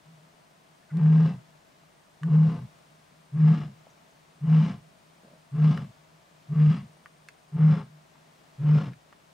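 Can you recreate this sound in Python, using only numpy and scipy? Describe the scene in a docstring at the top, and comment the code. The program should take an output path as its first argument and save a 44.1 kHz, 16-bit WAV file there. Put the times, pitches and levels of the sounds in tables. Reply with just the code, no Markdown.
"""Lion grunting over grassland

A lion gives eight deep grunts, the tail end of a roar. Each starts as a short hum, catches, swells to
an almost pure low note and frays into a hoarse rattle as the heavy vocal folds run out of air, while
breath rasps through the long throat. Around it: faint low echoes, a few dry clicks, a low creak,
bird chirps, a high trilling cricket and a soft hush of air."""
import sys
import numpy as np
from scipy import signal
from scipy.fft import rfft, irfft, next_fast_len
from scipy.io import wavfile
from scipy.ndimage import map_coordinates

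SR = 44100
rng = np.random.default_rng(int(sys.argv[2]) if len(sys.argv) > 2 else 0)


def file_out(sig):
    """Save sig as 16-bit WAV at sys.argv[1]."""
    # one column per channel
    cols = np.atleast_2d(sig).T
    # limit, then scale
    lim = np.clip(cols, -1, 1)
    pcm = np.round(lim * 32767).astype(np.int16)
    wavfile.write(sys.argv[1], SR, pcm)


N = 411453
RING_ON_S = .105  # how long the note outlasts the push of air


def lion():
    """A run of eight grunts, sitting a little left of centre."""
    # Each row: time of the catch in seconds; hum before it in seconds; ends of the swell, the clear
    # note and the push of air in seconds after it; note level in dB; note and hum pitch in Hz; dip at
    # the catch in dB; fade of the frayed note in dB per second; rasp, hiss and chest levels in dB;
    # factor on the throat resonances; brightness lift, jaw resonance level and mouth lift in dB.
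    grunts = [ (.995, 0.095, 0.065, 0.28, 0.34, -16, 157.3, 172.8, 5, -135, -41.5, -56, -50.5, 0.96, -2.5, -51, -1.5),
              (2.289, 0.087, 0.067, 0.2, 0.31, -16, 155, 169.4, 8, -93.5, -42.5, -59.5, -43, 0.95, -4.5, -57, 0),
              (3.378, 0.067, .08, 0.16, 0.28, -14.5, 155.8, 156.5, 8, -100, -42, -54, -45, 0.97, 1.5, -54, -0.5),
              (4.466, .069, .072, 0.17, 0.27, -15.5, 158.2, 160.1, 9.5, -115, -40, -50.5, -45, 0.97, 1, -48.5, 1),
              (5.572, .066, .08, 0.15, 0.25, -16, 154.4, 152, 9.5, -80.5, -41, -51.5, -44.5, 0.97, 1, -52.5, 1.5),
              (6.547, .072, 0.085, 0.18, .262, -15.5, 152.7, 160, 16.5, -135, -44, -52, -49.5, 0.95, 4, -50, 4),
              (7.58, 0.069, 0.064, 0.16, .236, -15, 156.5, 161.3, 17, -130, -40.5, -54.5, -48, .98, -0.5, -50.5, 0),
              (8.632, 0.061, 0.095, 0.15, .25, -16, 152.3, 146.1, 7.5, -115, -39.5, -53, -45, .995, -1, -49, -1)]
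    # Each row: frequency in Hz, left minus right in dB.
    balance = [(60, -1.5), (130, 0.5), (290, 1.0), (640, 4.5), (1410, 3.5), (3100, 0), (6820, 0),
               (15000, 1.5)]
    # Each row: frequency in Hz, phase lead of the left side in radians.
    left_lead = [(150, 0.14), (450, 0.13), (900, -.1), (2300, -0.4), (4500, -0.053)]
    out = np.zeros((2, N))
    for row in grunts:
        add(out, *grunt(*row))
    return placed(out, balance, left_lead)


def grunt(catch_s, hum_s, swell_s, clear_s, push_s, level_db, note_hz, hum_hz, catch_db, fade_db_per_s,
          rasp_db, hiss_db, chest_db, throat_factor, bright_db, jaw_db, mouth_db):
    """One push of air sounds the folds, throat, jaw and chest; returns the start time and the sound."""
    t = np.arange(-hum_s, push_s + RING_ON_S, 1 / SR)  # zero at the catch of the voice
    pitch = note_pitch(t, hum_hz, note_hz, clear_s, push_s)
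    note, phase = vocal_folds(t, pitch, swell_s, clear_s, catch_db)
    voice = gain_of(level_db) * note_gain(t, hum_s, swell_s, clear_s, push_s, fade_db_per_s) * note
    opening = np.clip((t + hum_s) / (clear_s + hum_s), 0, 1)  # the mouth opens until the note frays
    resonances = throat(throat_factor, bright_db, mouth_db)
    flow = airflow(t, hum_s, clear_s, push_s)
    escaping_air = flow * breath(phase, opening, resonances, rasp_db, hiss_db)
    jaw = gain_of(jaw_db) * jaw_resonance(opening)
    chest = gain_of(chest_db) * chest_puff(t, push_s)
    return catch_s - hum_s, (voice + escaping_air + jaw + chest) * signal.windows.tukey(len(t), .08)


def vocal_folds(t, pitch, swell_s, clear_s, catch_db):
    """Heavy folds swing almost as a sine, then flap irregularly; returns the note and its phase."""
    # Spectrum of the flapping. Each row: frequency in Hz, relative level in dB.
    flutter_spectrum = [(40, -68.5), (75, -35.5), (105, -13.5), (135, 0), (158, -5), (190, 4), (225, -4.5),
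                        (270, -28), (400, -47), (1500, -120)]
    count = len(t)
    catch = np.exp(-(t / .0098) ** 2)  # the level dips and the pitch flicks upward
    frayed = .5 + .5 * np.tanh((t - clear_s) / .042)
    jitter = (.011 + .07 * frayed) * wander(count, 55) + .007 * wander(count, 14)
    phase = phase_of(pitch * (1 + jitter + .092 * catch))
    octave_db = -30.5 - 13 * eased(t / swell_s)  # the tone grows purer as it swells
    tone = np.sin(phase) + gain_of(octave_db) * np.sin(2 * phase) + gain_of(-42) * np.sin(3 * phase)
    flutter = coloured(rng.standard_normal(count), flutter_spectrum)
    roughness = .075 + .55 * frayed
    note = np.sqrt(2 * (1 - roughness ** 2)) * tone + roughness * flutter  # equal-power blend
    throb_db = frayed * wander(count, 40)
    return gain_of(throb_db - catch_db * catch) * note, phase


def note_pitch(t, hum_hz, note_hz, clear_s, push_s):
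    """A rising hum settles on an almost level note that sinks as the air ends."""
    rise_hz_per_s, creep_hz_per_s, sink_hz_per_s = 290, 25, 380
    settle_s, sink_lead_s = .014, .025
    settled = .5 + .5 * np.tanh((t - settle_s / 2) / settle_s)
    hum = hum_hz + rise_hz_per_s * np.minimum(t, 0)
    note = note_hz + creep_hz_per_s * (np.minimum(t, clear_s) - clear_s / 2)
    sink = sink_hz_per_s * np.maximum(t - push_s + sink_lead_s, 0)
    return (1 - settled) * hum + settled * note - sink


def note_gain(t, hum_s, swell_s, clear_s, push_s, fade_db_per_s):
    """A soft hum swells after the catch, slowly tires, drops as it frays and fades out."""
    attack_s, break_s, stop_s = .079, .0095, .11
    swell_db = -6.5 * (1 - eased(t / swell_s))
    tire_db = -3 * np.clip(t / clear_s, 0, 1) ** 4
    break_db = -7 * (.5 + .5 * np.tanh((t - clear_s) / break_s))
    fade_db = fade_db_per_s * np.maximum(t - clear_s, 0)
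    gate = eased((t + hum_s) / attack_s) * eased((push_s + RING_ON_S - t) / stop_s)
    return gate * gain_of(swell_db + tire_db + break_db + fade_db)


def throat(factor, bright_db, mouth_db):
    """The long throat's resonances, tuned for one grunt, plus broad brightness and mouth peaks."""
    # Each row: centre in Hz, width in Hz, lift in dB.
    resonances = [(436, 54, 7), (548, 33, 9), (723, 55, 8), (905, 58, 7.5), (1071, 43, 6.5), (1180, 130, 7),
                  (1326, 70, 4), (1384, 19, 7.5), (1684, 79, 7), (1930, 63, 5), (2118, 65, 7.5),
                  (2370, 150, 4.5), (2764, 34, 9), (2970, 130, 9.5), (3180, 68, 6), (3490, 42, 8),
                  (4700, 200, -2.5), (5140, 200, 2), (5180, 260, 4)]
    tuned = [(hz * factor, width, lift) for hz, width, lift in resonances]
    return tuned + [(2100, 1200, bright_db), (1170, 180, mouth_db)]


def airflow(t, hum_s, clear_s, push_s):
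    """The air builds from the start of the hum, sags once the note frays and is shut off."""
    attack_s, release_s, sag_db_per_s = .16, .024, -31.5
    attack = eased((t + hum_s) / attack_s) ** .73
    sag = gain_of(sag_db_per_s * np.maximum(t - clear_s, 0))
    return attack * sag / (1 + np.exp((t - push_s) / release_s))


def breath(phase, opening, resonances, rasp_db, hiss_db):
    """Uneven puffs of air rasp in the throat and hiss at the teeth, louder as the mouth opens."""
    # Spectra of the rasp and the hiss. Each row: frequency in Hz, relative level in dB.
    rasp_spectrum = [(40, -60.5), (150, -26.5), (230, 11.5), (280, 7), (350, 0), (600, -6), (1200, -5.5),
                     (1900, -12), (2500, -15.5), (3500, -28.5), (6000, -46), (12000, -100)]
    hiss_spectrum = [(1000, -32), (2000, -1.5), (2800, -0.5), (3800, -1), (4600, -5), (5600, -6),
                     (6500, -13), (8000, -16.5), (10000, -28.5), (14000, -45)]
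    # Each row: frequency in Hz, left-right correlation.
    likeness = [(150, 0.97), (600, 0.97), (1500, 0.95), (3000, .84), (7000, 0.99)]
    count = len(phase)
    puffs = (1 + .099 * np.cos(phase)) * gain_of(1.8 * wander(count, 91))
    rasp = coloured(puffs * reflected(noise_pair(count, likeness)), rasp_spectrum, resonances)
    hiss = coloured(puffs * reflected(noise_pair(count, likeness)), hiss_spectrum, resonances)
    rasp *= gain_of(rasp_db - 2.9 * (1 - opening))
    hiss *= gain_of(hiss_db - 12 * (1 - opening))
    arch = 1 + .025 * np.sin(np.linspace(0, np.pi, count))  # the rasp's resonances rise and fall back
    return bent(rasp, arch) + hiss


def jaw_resonance(opening):
    """One narrow band of noise arches up and down in pitch as the jaw opens and closes."""
    count = len(opening)
    gape = np.sin(np.pi * opening ** 1.3)
    phase = phase_of(388 + 78 * gape)
    return gape * (wander(count, 9.6) * np.cos(phase) + wander(count, 10) * np.sin(phase))


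def chest_puff(t, push_s):
    """The chest empties with a low puff just before the push of air ends."""
    # Each row: frequency in Hz, relative level in dB.
    spectrum = [(25, -24), (45, -12.5), (62, 1), (78, -3), (100, 2), (125, 17), (170, -15), (300, -37),
                (1500, -110)]
    lead_s, spread_s = .027, .095
    swell = np.exp(-((t - push_s + lead_s) / spread_s) ** 2)
    return swell * coloured(rng.standard_normal(len(t)), spectrum)


def ground_scatter(pair):
    """The ground and bushes scatter a diffuse tail; the bass lingers longest."""
    # Each row: frequency in Hz, seconds to fall by 60 dB.
    decay_times = [(150, 1.09), (400, 0.74), (1500, 0.56), (6000, 0.15)]
    noise = rng.standard_normal(SR) + .5 * rng.standard_normal((2, SR))
    hz, t, spectra = signal.stft(noise, SR, nperseg=512)
    decay = gain_of(-60 * t / read(decay_times, hz)[:, None])
    tail = signal.istft(spectra * decay, SR, nperseg=512)[1]
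    return signal.fftconvolve(pair, tail / np.linalg.norm(tail[0]), axes=1)[:, :N]


def echoes(note_hz=156, trim_db=-5):
    """Only the deep note comes back from afar: a quick swell and a slow fade."""
    # Each row: start in seconds, length in seconds, level in dB before the trim.
    returns = [(.04, 0.33, -52.5), (3.72, 0.25, -53), (4.8, 0.16, -53.5), (7.895, 0.24, -53)]
    out = np.zeros(N)
    for start, length, db in returns:
        u = np.linspace(0, 1, int(length * SR))
        tone = np.sin(phase_of(note_hz * (1 + .025 * wander(len(u), 30))))
        add(out, start, gain_of(db + trim_db) * evened(np.sin(np.pi * u ** .5) ** 2 * tone))
    return out


def clicks():
    """Each dry click is a bright snap and a brief woody knock, scattered by nearby surfaces."""
    # Each row: start in seconds, knock gain in dB, snap gain in dB, factor on the knock's pitch.
    hits = [(0.971, -63, -48, 1.1), (2.2334, -32, -44.5, 1.03), (3.868, -43.5, -75, 0.46),
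            (5.776, -33, -48, 1.04), (6.969, -47, -75, 0.53), (7.059, -38.5, -66, 1.04),
            (7.2866, -37, -42.5, 1.49), (8.155, -49, -75, 0.72), (8.934, -46, -77, 1.27),
            (9.127, -43.5, -72, 1.02)]
    # Modes of the knock. Each row: frequency in Hz, relative level in dB, seconds to fall by 60 dB.
    modes = [(1128, 2.5, 0.022), (1390, -2, 0.024), (1674, -2, 0.019), (1790, 1, 0.017), (2450, -15.5, .01),
             (2940, -9, 0.02)]
    snap_spectrum = [(500, -13), (2000, 1), (9000, -6.5), (15000, -22)]  # Hz, relative dB
    out, t = np.zeros((2, N)), np.arange(SR // 12) / SR
    for start, knock_db, snap_db, tuning in hits:
        ring = sum(gain_of(db - 60 * t / t60) * np.sin(2 * np.pi * (hz * tuning * t + rng.random()))
                   for hz, db, t60 in modes)
        snap = coloured(rng.standard_normal(len(t)), snap_spectrum) * np.exp(-t / .0014)
        click = gain_of(knock_db) * ring / 2 + gain_of(snap_db) * snap
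        scatter = .03 * rng.standard_normal((2, len(t))) * np.exp(-t / .012)
        scatter[:, 0] = 1  # the direct sound
        add(out, start, signal.fftconvolve(click[None], scatter, axes=1))
    return out


def creak(start_s=5.232, length_s=.155, slips_per_s=75, db=-58):
    """A faint low creak: uneven slips that die away."""
    # Each row: frequency in Hz, relative level in dB.
    body = [(80, -15), (170, 6.5), (400, -7), (640, 4), (760, -14), (1500, -23), (4000, -60)]
    u = np.linspace(0, 1, int(length_s * SR))
    cycles = np.cumsum(slips_per_s * (1 + .4 * wander(len(u), 40))) / SR
    slips = np.exp(-(cycles % 1) / .37) * rng.standard_normal(len(u))
    fade = np.exp(-.6 * u) * signal.windows.tukey(len(u), .05)
    out = np.zeros(N)
    add(out, start_s, gain_of(db) * evened(coloured(slips, body) * fade))
    return out


def birds():
    """Short, faint, slightly hoarse notes that fall in pitch."""
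    # Each row: start in seconds, length in seconds, pitch in Hz, level in dB.
    chirps = [(0.818, .035, 1790, -70), (0.885, 0.048, 1490, -61.5), (0.893, 0.039, 2080, -65),
              (3.894, 0.025, 6200, -70), (4.101, 0.021, 6400, -74)]
    out = np.zeros(N)
    for start, length, hz, db in chirps:
        u = np.linspace(0, 1, int(length * SR))
        glide = hz * (1 + .06 * (.5 - u) + .074 * wander(len(u), 700))
        add(out, start, gain_of(db) * evened(np.sin(np.pi * u) ** 2 * np.sin(phase_of(glide))))
    return out


def cricket():
    """Each wing stroke gives a thin high pulse that sags in pitch."""
    # Each row: start in seconds, end in seconds, strokes per second, level in dB.
    trills = [(0, 1.43, 26, -83.5), (1.874, 3.56, 24, -81.5), (4.283, 5.799, 18.8, -81),
              (6.595, 7.89, 19.1, -79.5)]
    out = np.zeros(N)
    for start, end, rate, db in trills:
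        count = int((end - start) * SR)
        stroke = np.cumsum(rate * (1 + .029 * wander(count, 2))) / SR % 1
        hz = 8930 - 400 * stroke ** 2 + 170 * wander(count, 400)
        pulses = np.sin(np.pi * np.minimum(stroke / .82, 1)) * np.sin(phase_of(hz))
        add(out, start, gain_of(db) * evened(pulses) * signal.windows.tukey(count, .06))
    return out


def air(level_db=-58.5):
    """The wide hush of the plain, swelling a little."""
    # Each row: frequency in Hz, relative level in dB.
    spectrum = [(25, -27), (45, -18.5), (70, -15.5), (110, -16), (160, -5.5), (220, -11.5), (300, -12.5),
                (460, -14), (1020, -12), (1400, -16.5), (3500, -23), (8500, -30), (12000, -37.5),
                (15500, -38)]
    # Soft hums in the hush. Each row: centre in Hz, width in Hz, lift in dB.
    hums = [(155, 12, 9.5), (648, 92, 5.5)]
    # Each row: frequency in Hz, left-right correlation.
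    likeness = [(60, .62), (160, .93), (350, .1), (630, .05), (1050, -.38), (2000, .17), (4200, .42),
                (8000, .54), (12000, .68)]
    # Each row: frequency in Hz, left minus right in dB.
    balance = [(60, -2.5), (150, 0.5), (380, 3.5), (950, 2.5), (2380, 1.5), (5980, 2.5), (15000, -0.5)]
    hush = coloured(noise_pair(N, likeness), spectrum, hums)
    return gain_of(level_db + .5 * wander(N, 1.6)) * placed(hush, balance)


def gain_of(db):
    """Decibels to a factor."""
    return 10 ** (np.asarray(db) / 20)


def phase_of(hz):
    """Running phase in radians of a moving pitch."""
    return 2 * np.pi * np.cumsum(hz) / SR


def evened(x):
    """Scales to rms 1."""
    return x / np.sqrt(np.mean(x ** 2) + 1e-20)


def eased(u):
    """A smooth step from 0 to 1 as u goes from 0 to 1."""
    return np.sin(np.pi / 2 * np.clip(u, 0, 1)) ** 2


def read(points, hz):
    """Reads a curve on a log-frequency axis."""
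    f, value = np.transpose(points)
    return np.interp(np.log(hz + 1), np.log(f + 1), value)


def add(mix, start_s, sound):
    """Mixes a sound in at its start time."""
    part = mix[..., max(round(start_s * SR), 0):][..., :sound.shape[-1]]
    part += sound[..., :part.shape[-1]]


def wander(count, hz):
    """Smooth random drift of rms about 1, rolling off around hz."""
    size = next_fast_len(count + SR // 2)
    f = np.fft.rfftfreq(size, 1 / SR)
    return evened(irfft(rfft(rng.standard_normal(size)) * np.exp(-(f / hz) ** 2), size))[:count]


def coloured(x, slope, peaks=()):
    """Filters by a smooth slope with resonances on top; rms 1."""
    size = next_fast_len(x.shape[-1])
    hz = np.fft.rfftfreq(size, 1 / SR)
    db = read(slope, hz) + sum(lift * np.exp(-2 * ((hz - f) / width) ** 2) for f, width, lift in peaks)
    return evened(irfft(rfft(x, size) * gain_of(db), size)[..., :x.shape[-1]])


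def noise_pair(count, likeness):
    """Stereo white noise, left and right partly alike."""
    size = next_fast_len(count)
    left, other = rfft(rng.standard_normal((2, size)))
    alike = np.clip(read(likeness, np.fft.rfftfreq(size, 1 / SR)), -1, 1)
    return irfft([left, alike * left + np.sqrt(1 - alike ** 2) * other], size)[:, :count]


def reflected(pair, taps_per_s=900):
    """Close reflections comb the sound finely."""
    t = np.arange(SR // 25) / SR
    taps = rng.standard_normal(len(t)) * (rng.random(len(t)) < taps_per_s / SR) * np.exp(-t / .02)
    taps *= .4 / np.linalg.norm(taps)
    taps[0] = 1  # the direct sound
    return signal.fftconvolve(pair, taps[None], axes=1)[:, :pair.shape[1]]


def bent(pair, ratio):
    """Shifts every resonance of a sound by a slowly moving ratio."""
    positions = np.cumsum(ratio / ratio.mean()) - 1
    return np.array([map_coordinates(x, [positions], order=3, mode="mirror") for x in pair])


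def placed(pair, balance, lead=((0, 0),)):
    """Pans by frequency: one side gets the sound a little louder or sooner than the other."""
    size = next_fast_len(N)
    hz = np.fft.rfftfreq(size, 1 / SR)
    lean = gain_of(read(balance, hz) / 2) * np.exp(.5j * read(lead, hz))
    return irfft(rfft(pair, size) * [lean, 1 / lean], size)[:, :N]


def scene():
    """The lion in front of the small sounds of the grassland."""
    grunts = lion()
    tail = gain_of(-40.5) * ground_scatter(grunts)
    return grunts + tail + echoes() + air() + cricket() + clicks() + creak() + birds()


def record(dry, cutoff_hz=15800):
    """A steep low-pass trims the very top of the treble."""
    low_pass = signal.firwin(511, cutoff_hz, window=("kaiser", 9), fs=SR)
    return signal.oaconvolve(dry, low_pass[None], "same")


dry = scene()
out = record(dry)
file_out(out)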